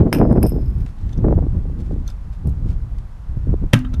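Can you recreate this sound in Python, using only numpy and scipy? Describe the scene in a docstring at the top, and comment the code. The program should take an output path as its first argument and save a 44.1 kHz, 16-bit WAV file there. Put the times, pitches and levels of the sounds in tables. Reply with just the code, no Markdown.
"""A car wheel falls flat on wet asphalt with a slap, a thud and the hum of the air in its tyre,
then rocks twice. Leading up to the fall, a steel tool clinks against the rim, small steel parts
jingle in the hand, and shoes scuff on the grit as the wheel is stood up.
Gusts buffet the microphone throughout, over a faint outdoor background."""
import sys
import numpy as np
from scipy import signal
from scipy.io import wavfile
from scipy.ndimage import uniform_filter1d

SR = 44100
rng = np.random.default_rng(int(sys.argv[2]) if len(sys.argv) > 2 else 0)


def to_wav(sig):
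    """Store sig (one row per channel, or 1-D mono) as 16-bit WAV at the path in sys.argv[1].

    Samples outside -1..1 are clipped; the rate is SR.
    """
    pcm = np.clip(np.atleast_2d(sig), -1, 1) * 32767
    pcm = np.round(pcm).astype(np.int16)
    wavfile.write(sys.argv[1], SR, pcm.T)  # frames by channels


N = 176400
T = np.arange(N) / SR


def from_db(db):
    """Decibels to gain."""
    return 10 ** (np.asarray(db) / 20)


def automation(points):
    """A level curve drawn through breakpoints, read at every sample."""
    return np.interp(T, *np.transpose(points))


def drift(rate_hz):
    """Smooth random modulation with a standard deviation of 1."""
    pole = np.exp(-40 * np.pi * rate_hz / SR)  # runs at SR / 20
    slow = signal.lfilter([1], [1, -2 * pole, pole * pole], rng.standard_normal(N // 20 + 2002))[2000:]
    return np.interp(np.arange(N) / 20, np.arange(len(slow)), slow / slow.std())


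def levelled(noise, span_s):
    """Noise divided by its running rms, which irons out chance swells."""
    return noise / np.sqrt(uniform_filter1d(noise * noise, max(int(span_s * SR), 8)) + 1e-9)


def noise_bands(colour, count=20, order=2):
    """Coloured noise of total rms 1: (band centres in Hz as a column, one row of noise per band)."""
    hz, db = np.transpose(colour)
    edges = np.geomspace(max(hz[0], 12), min(hz[-1], 19000), count + 1)
    centres = np.sqrt(edges[1:] * edges[:-1])
    white = rng.standard_normal((2, N))
    filters = [signal.butter(order, edges[k:k + 2], "band", fs=SR, output="sos") for k in range(count)]
    rows = np.array([signal.sosfilt(sos, white[k % 2]) for k, sos in enumerate(filters)])
    rows *= from_db(np.interp(np.log(centres), np.log(hz), db))[:, None]
    return centres[:, None], rows / rows.sum(0).std()


def ring(times, levels_db, hz, t60):
    """One struck mode: a decaying sine for each hit."""
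    hits = np.zeros(N)
    hits[np.clip((times * SR).astype(int), 0, N - 1)] = from_db(levels_db)
    pole, angle = from_db(-60 / (t60 * SR)), 2 * np.pi * hz / SR
    return signal.lfilter([0, np.sin(angle)], [1, -2 * pole * np.cos(angle), pole * pole], hits + 1e-18)


def metal(times, levels_db, tilts, modes, rough_db=6.5, chatter_s=.000025):
    """Struck metal, each hit with its own mix of modes; loose contact roughens and smears the ring."""
    variation_db = rng.normal(0, 1, (len(times), len(modes)))
    out = np.zeros(N)
    for k, (hz, db, t60) in enumerate(modes):
        hit_db = levels_db + db + tilts * np.log2(hz / 8000) + variation_db[:, k]
        shift_s = chatter_s * 5000 / hz * drift(rate_hz=49)
        smeared = np.interp(T + shift_s, T, ring(times, hit_db, hz, t60))
        out += (-1) ** k * smeared * from_db(rough_db * drift(rate_hz=190))
    return out


def cracks(times, levels_db, tilts, colour, t60, tail_db, tail_s):
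    """Each contact is a short noise crack with a weak tail of scatter that dies sooner in the treble."""
    hz, noise = noise_bands(colour, count=28)
    out, age, pitch_ratio = np.zeros(N + SR), T[:SR // 2], hz / 3000
    tail = from_db(tail_db - 60 * age / tail_s * pitch_ratio ** 0.18)
    attack = 1 - np.exp(-age / 0.00021)
    envelope = attack * (from_db(-60 * age / t60) + tail)
    for start, db, tilt in zip(times, levels_db, tilts):
        i = int(start * SR)
        length = min(len(age), N - i)
        burst = noise[:, i:i + length] * envelope[:, :length]
        out[i:i + length] += (burst * from_db(db + tilt * np.log2(pitch_ratio))).sum(0)
    return out[:N]


# colour of the distant outdoors (frequency [Hz], level [dB])
AMBIENCE_COLOUR = [(100, 12.5), (400, 0.5), (900, 5), (1500, -2.5), (2500, -11.5), (4000, -15), (7000, -20),
                   (12000, -24.5), (15000, -35)]


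def ambience(level_db=-52.5):
    """A faint, steady bed of outdoor noise."""
    return from_db(level_db) * noise_bands(AMBIENCE_COLOUR)[1].sum(0)


# swells of the wind's low end (time [s], level [dB])
RUMBLE_SWELLS = [(0, -3), (.1, -33), (.2, -17), (.44, -15.5), (.53, -19), (.7, -17.5), (.85, -18.5),
                 (.94, -34.5), (1.04, -19), (1.15, -24), (1.19, -14), (1.38, -15), (1.51, -18),
                 (1.56, -13.5), (1.6, -20), (1.84, -24), (1.95, -19), (2.19, -28), (2.29, -25.5),
                 (2.42, -29), (2.47, -14), (2.56, -23.5), (2.68, -16.5), (2.9, -26), (2.96, -21),
                 (3.08, -31.5), (3.23, -32.5), (3.29, -23), (3.39, -20.5), (3.43, -23), (3.5, -15),
                 (3.59, -22.5), (3.64, -14), (3.71, -31.5), (3.9, -22), (3.99, -16)]
# colour of that low end (frequency [Hz], level [dB])
RUMBLE_COLOUR = [(20, -3), (40, 3), (70, 2), (110, -3.5), (160, -9.5), (260, -42.5), (500, -61)]


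def wind_rumble(strong_db=-15.5, brightening=0.59):
    """Deep wind on the microphone, opening up as it swells."""
    hz, noise = noise_bands(RUMBLE_COLOUR, count=9)
    swell_db = automation(RUMBLE_SWELLS)
    tilt_db = brightening * np.log2(hz / 50) * (swell_db - strong_db)
    return levelled((noise * from_db(tilt_db)).sum(0), span_s=.09) * from_db(swell_db)


# single eddies hitting the microphone (time [s], level [dB], pitch [Hz])
EDDY_HITS = [(0.028, -9, 435), (.068, -5.5, 486), (.199, -5, 557), (.214, 4, 605), (.252, 0.5, 580),
             (.301, -15, 480), (.328, -1, 520), (.360, -4.5, 527), (0.43, -11, 234), (.459, -2, 473),
             (0.52, -10, 403), (.541, -21, 474), (0.564, -9.5, 334), (0.585, -18.5, 504),
             (1.188, -6.5, 168), (1.243, -2.5, 664), (1.265, -3.5, 477), (1.284, -0.5, 490),
             (1.31, -5.5, 454), (1.326, 0.5, 460), (1.367, -4, 112), (1.378, -5, 338), (1.387, -5.5, 560),
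             (1.425, -19, 580), (1.467, -9.5, 287), (1.55, -11, 93), (1.654, -19, 417), (1.698, -19.5, 450),
             (1.911, -11.5, 490), (1.962, -17, 330), (2.474, -14.5, 363), (3.371, -11.5, 130),
             (3.471, -14.5, 300), (3.492, -3.5, 97.4), (3.521, -8.5, 69.3), (3.53, -11, 251),
             (3.54, -4, 335), (3.624, -17.5, 310), (3.639, -12, 264)]


def eddy_thumps(t60_cycles=3.58, attack_s=0.0016):
    """An eddy bursts on the microphone port as one heavily damped swing of pressure."""
    out, age = np.zeros(N + SR), T[:SR // 10]
    for start, db, hz in EDDY_HITS:
        i = int(start * SR)
        envelope = from_db(db - 60 * age * hz / t60_cycles) * (1 - np.exp(-age / attack_s))
        out[i:i + len(age)] += 2 * envelope * np.sin(2 * np.pi * hz * age)
    return out[:N]


# colour of a sharp eddy's crackle (frequency [Hz], level [dB])
CRACKLE_COLOUR = [(350, 8.5), (750, 7), (1100, -7), (1500, -16), (3000, -36)]


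def eddy_crackle(level_db=-21, t60=0.055, top_hz=2000):
    """A noise layer on each thump: the faster the eddy, the more it crackles."""
    times, db, hz = np.transpose(EDDY_HITS)
    hits = np.zeros(N)
    hits[(times * SR).astype(int)] = from_db(db + level_db) * (hz / hz.max()) ** 3
    envelope = signal.lfilter([1], [1, -from_db(-60 / (t60 * SR))], hits + 1e-18)
    noise = noise_bands(CRACKLE_COLOUR, count=8, order=4)[1].sum(0)
    return signal.sosfilt(signal.butter(4, top_hz, fs=SR, output="sos"), envelope * noise)


# gusts at the microphone (time [s], level [dB])
GUSTS = [(0, -9.5), (.035, -18), (.08, -17), (.11, -31.5), (.14, -17), (.18, -16.5), (.215, -9),
         (.285, -19.5), (.315, -7.5), (.347, -21), (.37, -11), (.41, -24), (.44, -10), (.495, -34),
         (.57, -23.5), (.62, -34.5), (.83, -49.5), (.96, -56.5), (1.15, -42), (1.22, -32), (1.25, -15.5),
         (1.335, -18.5), (1.355, -34), (1.385, -19.5), (1.41, -41.5), (1.435, -20), (1.5, -55), (1.57, -32),
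         (1.62, -42.5), (1.82, -37.5), (1.86, -50), (1.915, -30), (1.98, -38), (2.15, -69), (2.39, -64),
         (2.47, -29), (2.53, -53), (2.66, -37), (2.85, -68), (3.44, -64), (3.48, -36.5), (3.53, -43.5),
         (3.57, -69), (3.635, -35.5), (3.7, -58)]
# colour of their buffeting (frequency [Hz], level [dB])
BUFFET_COLOUR = [(70, -6), (130, 4), (200, 5), (320, 4), (500, -5.5), (800, -15), (1300, -33),
                 (2200, -41.5), (3500, -50)]


def wind_buffet(level_db=-1.5, strong_db=-9, brightening=0.34, flutter_db=2.5, burst_db_per_octave=3):
    """Fluttering eddies grow louder and brighter with the gust; brief bursts lift their top end."""
    hz, noise = noise_bands(BUFFET_COLOUR, count=14, order=4)
    gust_db = automation(GUSTS) + flutter_db * np.clip(drift(rate_hz=47), -2, 2)
    band_flutter_db = flutter_db * np.array([drift(rate_hz=57) for _ in hz])
    octaves = np.minimum(np.log2(hz / 350), 2)
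    tilt_db = brightening * octaves * (gust_db - strong_db)
    burst_db = burst_db_per_octave * np.maximum(octaves, 0) * np.clip(drift(rate_hz=230), -2, 2)
    steady = np.array([band.std() * levelled(band, span_s=0.037) for band in noise])
    return (steady * from_db(level_db + gust_db + tilt_db + burst_db + band_flutter_db)).sum(0)


def wind(top_hz=2070):
    """The wind mix: rumble, low-passed buffeting and thumps, and crackle."""
    lowpass = signal.butter(4, top_hz, fs=SR, output="sos")
    return wind_rumble() + signal.sosfilt(lowpass, wind_buffet() + eddy_thumps()) + eddy_crackle()


# stones cracking under shoe and tyre (time [s], level [dB], tilt [dB/octave])
STONE_TICKS = [(0.8625, -41, -2), (1.0925, -45.5, -3), (1.131, -49.5, 2.5), (1.179, -55, 4),
               (2.0768, -54, 12), (2.1, -56, 10), (2.472, -53.5, 12), (2.493, -59, 10.5), (2.9842, -45, 0),
               (3.790, -39.5, 4), (3.939, -41, 0.5)]
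# shoe scuffs (peak time [s], half width [s], level [dB])
SHOE_SCUFFS = [(.81, 0.021, -61), (.89, 0.017, -59), (1.03, 0.06, -61.5), (1.135, 0.02, -64),
               (1.803, 0.0096, -55.5), (1.88, 0.063, -64.5), (2.093, 0.021, -52.5), (2.34, 0.012, -58.5),
               (2.705, 0.024, -55), (3.943, 0.0049, -47)]
# colour of the grit (frequency [Hz], level [dB])
GRIT_COLOUR = [(500, 10), (1400, 4.5), (2300, 3.5), (3600, 1.5), (4500, -0.5), (5700, -2.5), (7500, -5.5),
               (11000, -12.5), (15000, -20)]


def grit(grain_db=3.5):
    """Single stones crack, and soles drag over the grains in short, rough swells."""
    ticks = cracks(*np.transpose(STONE_TICKS), GRIT_COLOUR, t60=0.019, tail_db=-16, tail_s=0.14)
    drag = sum(from_db(db) * np.exp(-.5 * ((T - peak) / width) ** 2) for peak, width, db in SHOE_SCUFFS)
    texture = noise_bands(GRIT_COLOUR)[1].sum(0) * from_db(grain_db * drift(rate_hz=180))
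    return ticks + drag * texture


# touches between small steel parts (time [s], level [dB], tilt [dB/octave])
JINGLE_HITS = [(1.1293, -53, 0), (1.1762, -50, 4.5), (2.0582, -62, 8), (2.0777, -45.5, -2),
               (2.102, -52, -1), (3.9385, -44, -1)]
# modes of those parts (frequency [Hz], level [dB], t60 [s])
PART_MODES = [(1357, -8, 0.14), (3560, -2.5, 0.076), (4310, -8, .02), (4460, -11, 0.022), (5100, -9, 0.04),
              (5730, -11, 0.05), (6200, -3.5, 0.044)]


def jingles():
    """Small steel parts touch in the hand and ring briefly."""
    return metal(*np.transpose(JINGLE_HITS), PART_MODES)


# tool hits on the rim (time [s], ring [dB], tip chink [dB], rim knock [dB], ring tilt [dB/octave])
TOOL_HITS = [(0.1276, -31, -36, -10, 0.5), (0.1476, -54, -63, -24.5, -5), (.185, -64, -61, -32.5, -4),
             (0.4283, -41, -28.5, -26, -9), (.4648, -37, -51, -40, 4), (.470, -50, -53, -47, 8),
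             (.492, -62, -50, -48, 2), (0.6176, -67, -72, -54, -12)]
# modes of the steel tool (frequency [Hz], level [dB], t60 [s])
TOOL_MODES = [(4990, -11, 0.055), (5100, 2, 0.039), (5130, -16, 0.36), (5160, -14, 0.32), (5300, -3, 0.046),
              (8400, -19, 0.22), (9120, -17.5, 0.24), (9000, -1.5, 0.065), (12060, -17.5, 0.31),
              (12490, -2.5, 0.14)]
# tight modes of its tip (frequency [Hz], level [dB], t60 [s])
TIP_MODES = [(8470, -4.5, 0.021), (9800, -20, 0.088), (10100, -25, 0.075), (10270, 2, 0.04),
             (10870, -4, 0.028), (11700, -5.5, 0.088), (11800, -7, 0.052)]
# colour of a knock on the rim (frequency [Hz], level [dB])
KNOCK_COLOUR = [(200, 0), (750, 10.5), (1150, -5.5), (1450, 11), (1950, -4.5), (2300, 5.5), (2750, 8),
                (3300, -12.5), (3900, -2.5), (4400, -25), (5200, -0.5), (6200, -14), (7300, -24),
                (8600, -14), (10000, -5), (12500, -24.5), (15000, -35.5)]


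def tool_clinks(rattle_db=-68.5, rattle_slope_db_per_s=15):
    """The tool rings high over the rim's short knock, and trembles against it in a fading rattle."""
    times, ring_db, tip_db, knock_db, tilts = np.transpose(TOOL_HITS)
    first_s, last_s = 0.3, 0.85  # the rattle falls to rattle_db at last_s
    touches = np.linspace(last_s, first_s, num=24) + rng.uniform(-.01, .01, 24)
    steel = metal(times, ring_db, tilts, TOOL_MODES)
    chink = metal(times, tip_db, 0, TIP_MODES)
    rattle = metal(touches, rattle_db + rattle_slope_db_per_s * (last_s - touches), -1, TOOL_MODES)
    no_tilt = np.zeros_like(times)
    knock = cracks(times, knock_db, no_tilt, KNOCK_COLOUR, t60=0.013, tail_db=-17, tail_s=0.15)
    return steel + chink + rattle + knock


# the wheel lands and rocks (time [s], tyre [dB], rim [dB], slap [dB], slap tilt [dB/octave])
WHEEL_HITS = [(3.7335, -4.5, -22.5, -5, -1), (3.846, -31, -42.5, -43.5, -3.5), (3.928, -44, -52, -55, -7),
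              (3.9379, -30.5, -61, -52, 1)]
# modes of the tyre's bounce and the air inside (frequency [Hz], level [dB], t60 [s])
TYRE_MODES = [(121.6, 1, 0.19), (152, 3.5, 0.095), (209, 4.5, 0.065), (253, -13, 0.81), (300, -17, 0.23),
              (580, -22, 0.11)]
# modes of the rim (frequency [Hz], level [dB], t60 [s])
RIM_MODES = [(1300, -2, .1), (1590, -7, 0.15), (1673, 1.5, 0.041), (2200, -24, 0.046), (2560, -20.5, 0.06),
             (3120, -3, .05), (3720, -6, 0.076)]
# colour of wet rubber slapping asphalt (frequency [Hz], level [dB])
SLAP_COLOUR = [(100, 15.5), (500, -6), (950, -1), (1400, 0.5), (2200, -1), (2750, 0.5), (3600, -7.5),
               (5000, -12.5), (7000, -12), (8800, -22), (10500, -7), (12500, -23), (15000, -18)]


def wheel_drop(thud_lag_s=0.0031, shoulder_lead_s=0.0032, shoulder_db=-13.5, echo_s=.00579, echo_db=-3):
    """The sidewall slaps the ground, with one close echo; tyre, enclosed air and rim ring on."""
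    times, tyre_db, rim_db, slap_db, tilts = np.transpose(WHEEL_HITS)
    tyre = sum(ring(times + thud_lag_s, tyre_db + db, hz, t60) for hz, db, t60 in TYRE_MODES)
    rim = metal(times + thud_lag_s, rim_db, 0, RIM_MODES)
    slap = cracks(times, slap_db, tilts, SLAP_COLOUR, t60=0.017, tail_db=-22, tail_s=0.2)
    # the tyre's shoulder touches just before the sidewall: a softer, duller pre-hit
    early_slap = np.interp(T + shoulder_lead_s, T, slap)
    shoulder = from_db(shoulder_db) * signal.lfilter([.3], [1, -.7], early_slap)
    echo = from_db(echo_db) * np.interp(T - echo_s, T, slap)
    return tyre + rim + shoulder + slap + echo


def scene():
    """All layers mixed in mono at one microphone."""
    return (ambience() + wind() + tool_clinks() + jingles() + wheel_drop() + grit())[None]


def record(dry, cutoff_hz=15100):
    """The highest peaks soft-clip at full scale, and a steep low-pass trims the top."""
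    clipped = dry / (1 + dry ** 8) ** (1 / 8)
    return signal.sosfilt(signal.ellip(10, .1, 80, cutoff_hz, fs=SR, output="sos"), clipped)


dry = scene()
out = record(dry)
to_wav(out)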